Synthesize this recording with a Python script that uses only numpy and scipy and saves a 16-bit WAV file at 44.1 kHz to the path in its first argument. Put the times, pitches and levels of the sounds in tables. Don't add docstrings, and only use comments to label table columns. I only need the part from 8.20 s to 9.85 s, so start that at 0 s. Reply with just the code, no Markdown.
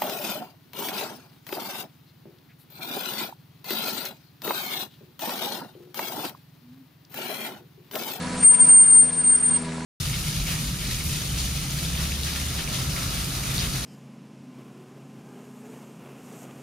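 import sys
import numpy as np
from scipy import signal
from scipy.io import wavfile
from scipy.ndimage import uniform_filter1d

SR = 44100
rng = np.random.default_rng(int(sys.argv[2]) if len(sys.argv) > 2 else 0)


def file_out(sig):
    cols = np.atleast_2d(sig).T
    lim = np.clip(cols, -1, 1)
    pcm = np.round(lim * 32767).astype(np.int16)
    wavfile.write(sys.argv[1], SR, pcm)


N = 72765
T = np.arange(N) / SR
SIDES = np.array([[1], [-1]])

# time_s, firing_hz
FIRING_RATE = [(0, 83.6), (0.3, 83.4), (0.6, 82.2), (0.9, 81.7), (1.2, 81.2), (1.65, 81.2)]
# time_s, level_db
EXHAUST_LEVEL = [(0, -32), (0.22, -32.5), (0.33, -38.5), (0.44, -34.5), (0.6, -38.5), (0.76, -39),
                 (0.84, -34.5), (1.15, -39), (1.3, -36), (1.5, -32.5), (1.65, -35)]
# firing_multiple, first_relative_db, last_relative_db
EXHAUST_ORDERS = [(1, -13, -11.5), (1.5, -16.5, -25.5), (2, -4.5, -2), (2.75, -26, -27), (3, -1.5, -1.5),
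                  (3.75, -15.5, -18.5), (4, -24, -15.5), (5, -18.5, -9.5), (6, -9.5, -17),
                  (8, -17.5, -19.5), (9, -15.5, -26.5)]
# time_s, level_db
HUM_LEVEL = [(0, -39.5), (0.22, -34.5), (0.3, -45.5), (0.45, -41.5), (0.801, -49), (1.65, -49)]
# time_s, level_db
RUSH_LEVEL = [(0, -34), (0.23, -33.5), (0.33, -37.5), (0.49, -35.5), (0.56, -38), (0.8, -39.5),
              (1.15, -39.5), (1.36, -38.5), (1.52, -37.5), (1.65, -39)]
# frequency_hz, relative_density_db
RUSH_SPECTRUM = [(22, 8.5), (29, 5.5), (42, -4.5), (65, 2.5), (100, -11), (130, 3), (220, 6.5), (305, 2),
                 (360, -4.5), (480, 2), (750, -2.5), (1300, -1.5), (2000, -4), (3100, -9.5), (4300, -7.5),
                 (6000, -11.5), (9500, -8.5), (11000, -20.5)]
# frequency_hz, left_right_correlation
RUSH_CORRELATION = [(30, .86), (120, 0.96), (300, 0.76), (600, 0.79), (1200, 0.72), (3000, .7),
                    (10000, 0.71)]
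# peak_s, half_length_s, level_db
DRIVE_HOOTS = [(0.049, 0.011, -37.5), (0.118, 0.015, -41), (0.17, 0.02, -39), (0.223, 0.0076, -58),
               (0.329, 0.024, -38), (0.395, 0.017, -35.5), (0.477, 0.014, -41), (0.556, 0.022, -42),
               (0.606, 0.013, -37), (0.762, 0.018, -41), (1.037, 0.029, -55), (1.317, 0.014, -45),
               (1.375, 0.01, -39), (1.477, 0.012, -39), (1.587, 0.015, -46), (1.626, 0.0092, -39)]
# pitch_hz, width_hz, level_re_rush_db
BAY_RINGS = [(1676, 42, -16), (2357, 130, -22), (4347, 220, -19)]
# time_s, level_db
BRAKE_LEVEL = [(0.15, -50), (0.185, -35.5), (0.22, -28), (0.237, -15.5), (0.26, -3.5), (0.29, -3.5),
               (0.312, -8), (0.33, -19.5), (0.346, -12), (0.365, -22.5), (0.385, -23.5), (0.408, -10),
               (0.445, -13), (0.468, -20.5), (0.5, -7.5), (0.59, -7.5), (0.622, -8), (0.65, -17),
               (0.715, -13), (0.745, -11), (0.805, -6), (0.835, -16), (0.868, -23.5), (0.9, -22.5),
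               (0.912, -40.5), (0.93, -22.5), (0.962, -30), (0.98, -20.5), (1.008, -18), (1.028, -31),
               (1.045, -17), (1.11, -14), (1.16, -17.5), (1.197, -31.5), (1.245, -16.5), (1.31, -23),
               (1.365, -16.5), (1.388, -48), (1.43, -41), (1.48, -66)]
# time_s, pitch_hz
BRAKE_PITCH = [(0.18, 8718), (0.26, 8705), (0.33, 8713), (0.38, 8696), (0.5, 8723), (0.9, 8723),
               (1.12, 8716), (1.4, 8715)]
# time_s, left_minus_right_db
BRAKE_PAN = [(0.2, 1), (0.368, 5.5), (0.41, 1.5), (0.584, -1), (0.678, 2.5), (1.002, 3.5), (1.024, 0),
             (1.168, 3), (1.232, -1.5), (1.276, 5), (1.34, -2), (1.42, 7.5)]
# start_s, length_s, level_db, below_main_hz
BRAKE_BOUTS = [(0.187, 0.07, -26.5, 43.3), (0.405, 0.053, -21.5, 44.8), (0.618, 0.13, -26, 44.6),
               (1.047, 0.311, -26, 37.17)]
# peak_s, half_length_s, level_db
PAD_RASPS = [(0.347, 0.012, -32)]
# peak_s, half_length_s, level_db, centre_hz
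TYRE_CRUNCHES = [(0.237, 0.012, -36.5, 2080), (0.348, 0.0063, -39, 3800), (0.498, 0.0065, -37.5, 1790),
                 (0.64, 0.0068, -45, 3580), (1.361, 0.018, -43, 3750), (1.426, 0.0027, -41, 1500),
                 (1.494, 0.0046, -43, 3300), (1.523, 0.0027, -35.5, 1930), (1.608, 0.0024, -37, 1510)]


def from_db(db):
    return 10 ** (np.asarray(db) / 20)


def unit_rms(x):
    return x / np.sqrt(np.mean(x ** 2) + 1e-20)


def in_time(rows):
    return np.interp(T, *np.transpose(rows))


def at_hz(rows, hz):
    frequencies_hz, values = np.transpose(rows)
    return np.interp(np.log(hz), np.log(frequencies_hz), values)


def drift(rate_hz):
    pole = np.exp(-20 * np.pi * rate_hz / SR)
    slow = signal.lfilter([1], [1, -2 * pole, pole * pole], rng.standard_normal(N // 10 + 4002))[4000:]
    return np.interp(np.arange(N) / 10, np.arange(len(slow)), unit_rms(slow))


def phase_rad(hz):
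    return 2 * np.pi * np.cumsum(hz + np.zeros(N)) / SR


def resonance(hz, width_hz):
    phase = phase_rad(hz)
    return drift(width_hz / 2) * np.cos(phase) + drift(width_hz / 2) * np.sin(phase)


def band_noise(hz, width_hz):
    band = signal.butter(4, [hz - width_hz / 2, hz + width_hz / 2], "band", fs=SR, output="sos")
    return unit_rms(signal.sosfilt(band, rng.standard_normal(N)))


def swell(peak_s, half_length_s, level_db):
    return from_db(level_db) * np.exp(-((T - peak_s) / half_length_s) ** 2)


def engine(firing_rad, waver_db=1.35, hum_hz=188.2, hum_width_hz=5.3):
    orders = 0
    for multiple, first_db, last_db in EXHAUST_ORDERS:
        gain = from_db(np.linspace(first_db, last_db, N) + waver_db * drift(9.3))
        orders += gain * np.cos(multiple * firing_rad + rng.normal(0, 0.99))
    hum = np.sqrt(2) * np.sin(phase_rad(hum_hz + hum_width_hz / 2 * drift(9.7)))
    return from_db(in_time(EXHAUST_LEVEL)) * unit_rms(orders) + from_db(in_time(HUM_LEVEL)) * hum


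def rush(firing_rad, pulse_depth=0.1, flicker_db=1.6):
    edges_hz = 22 * 2 ** np.arange(0, 9.4, 1 / 3)
    white = rng.standard_normal((2, 2, N))
    bands = 0
    for k, (low_hz, high_hz) in enumerate(zip(edges_hz, edges_hz[1:])):
        band = signal.butter(2, [low_hz, high_hz], "band", fs=SR, output="sos")
        mid, side = signal.sosfilt(band, white[k % 2])
        centre_hz = np.sqrt(low_hz * high_hz)
        correlation = at_hz(RUSH_CORRELATION, centre_hz)
        gain = from_db(at_hz(RUSH_SPECTRUM, centre_hz) + flicker_db * drift(22))
        bands += gain * (np.sqrt(1 + correlation) * mid + np.sqrt(1 - correlation) * side * SIDES)
    pulse = 1 + pulse_depth * np.cos(firing_rad)
    return from_db(in_time(RUSH_LEVEL)) * unit_rms(bands * pulse)


def grit(cracks_per_s=300, level_re_rush_db=-14.5, t60_cycles=4.9):
    size_db = np.minimum(2.5 * rng.exponential(1, N), 9)
    clicks = from_db(size_db) * rng.choice([-1, 1], N) * (rng.random(N) < cracks_per_s / SR)
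    pitches_hz = np.geomspace(900, 7000, 16)
    pitch_index = rng.integers(0, len(pitches_hz), N)
    cracks = 0
    for k, hz in enumerate(pitches_hz):
        pole = from_db(-60 * hz / (t60_cycles * SR))
        step_rad = 2 * np.pi * hz / SR
        feedback = [1, -2 * pole * np.cos(step_rad), pole * pole]
        ring = signal.lfilter([0, np.sin(step_rad)], feedback, clicks * (pitch_index == k) + 1e-18)
        cracks += ring * from_db(rng.normal(0, 2) * SIDES)
    return from_db(in_time(RUSH_LEVEL) + level_re_rush_db) * unit_rms(cracks)


def whine(pitch_hz=981.5, jitter=0.008, floor_re_rush_db=-13.5):
    rush_gain = from_db(in_time(RUSH_LEVEL))
    hoots = sum(swell(*row) for row in DRIVE_HOOTS)
    gain = np.hypot(rush_gain * from_db(floor_re_rush_db), hoots)
    tone = np.sqrt(2) * np.sin(phase_rad(pitch_hz * (1 + jitter * drift(30))))
    rings = sum(from_db(db) * resonance(hz, width_hz) for hz, width_hz, db in BAY_RINGS)
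    return gain * tone + rush_gain * rings


def brakes(attack_s=0.062, release_s=0.036, flutter_depth=0.087, flutter_hz=37, wobble_rad=0.3):
    squealing = (T > BRAKE_LEVEL[0][0]) & (T < BRAKE_LEVEL[-1][0])
    envelope = from_db(in_time(BRAKE_LEVEL)) * squealing + 0j
    for start_s, length_s, level_db, below_main_hz in BRAKE_BOUTS:
        age_s = T - start_s
        bout = np.clip(age_s / attack_s, 0, 1) * np.exp(-np.maximum(age_s - length_s, 0) / release_s)
        envelope += from_db(level_db) * bout * np.exp(-2j * np.pi * below_main_hz * age_s)
    grip = 1 + flutter_depth * (drift(flutter_hz) + 1j * drift(flutter_hz))
    pitch_hz = in_time(BRAKE_PITCH)
    path_rad = SIDES / 2 * wobble_rad * drift(4.1)
    squeal = np.sqrt(2) * np.real(envelope * grip * np.exp(1j * (phase_rad(pitch_hz) + path_rad)))
    rasp = sum(swell(*row) for row in PAD_RASPS) * band_noise(pitch_hz.mean(), width_hz=620)
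    mode_gain = swell(peak_s=0.37, half_length_s=0.065, level_db=-47)
    higher_mode = mode_gain * np.sqrt(2) * np.sin(phase_rad(hz=9038))
    return (squeal + rasp + higher_mode) * from_db(SIDES / 2 * in_time(BRAKE_PAN))


def crunches(width_ratio=0.86, side_db=-6):
    bursts = 0
    for peak_s, half_length_s, level_db, centre_hz in TYRE_CRUNCHES:
        mid = band_noise(centre_hz, width_ratio * centre_hz)
        side = from_db(side_db) * band_noise(centre_hz, width_ratio * centre_hz)
        bursts += swell(peak_s, half_length_s, level_db) * (mid + SIDES * side)
    return bursts


def scene():
    firing_rad = phase_rad(in_time(FIRING_RATE) * (1 + 0.0018 * drift(11)))
    return brakes() + engine(firing_rad) + whine() + rush(firing_rad) + grit() + crunches()


def record(dry, threshold_db=-9.5, attack_s=0.001, release_db_per_s=249.5, cutoff_hz=10850):
    level_db = 10 * np.log10(uniform_filter1d(np.mean(dry ** 2, axis=0), size=64) + 1e-12)
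    release_db = release_db_per_s * T
    reduction_db = np.maximum.accumulate(np.maximum(level_db - threshold_db, 0) + release_db) - release_db
    pole = np.exp(-1 / (attack_s * SR))
    limited = dry * from_db(-signal.lfilter([1 - pole], [1, -pole], reduction_db))
    return signal.sosfilt(signal.ellip(12, .1, 80, cutoff_hz, fs=SR, output="sos"), limited)


dry = scene()
out = record(dry)
file_out(out)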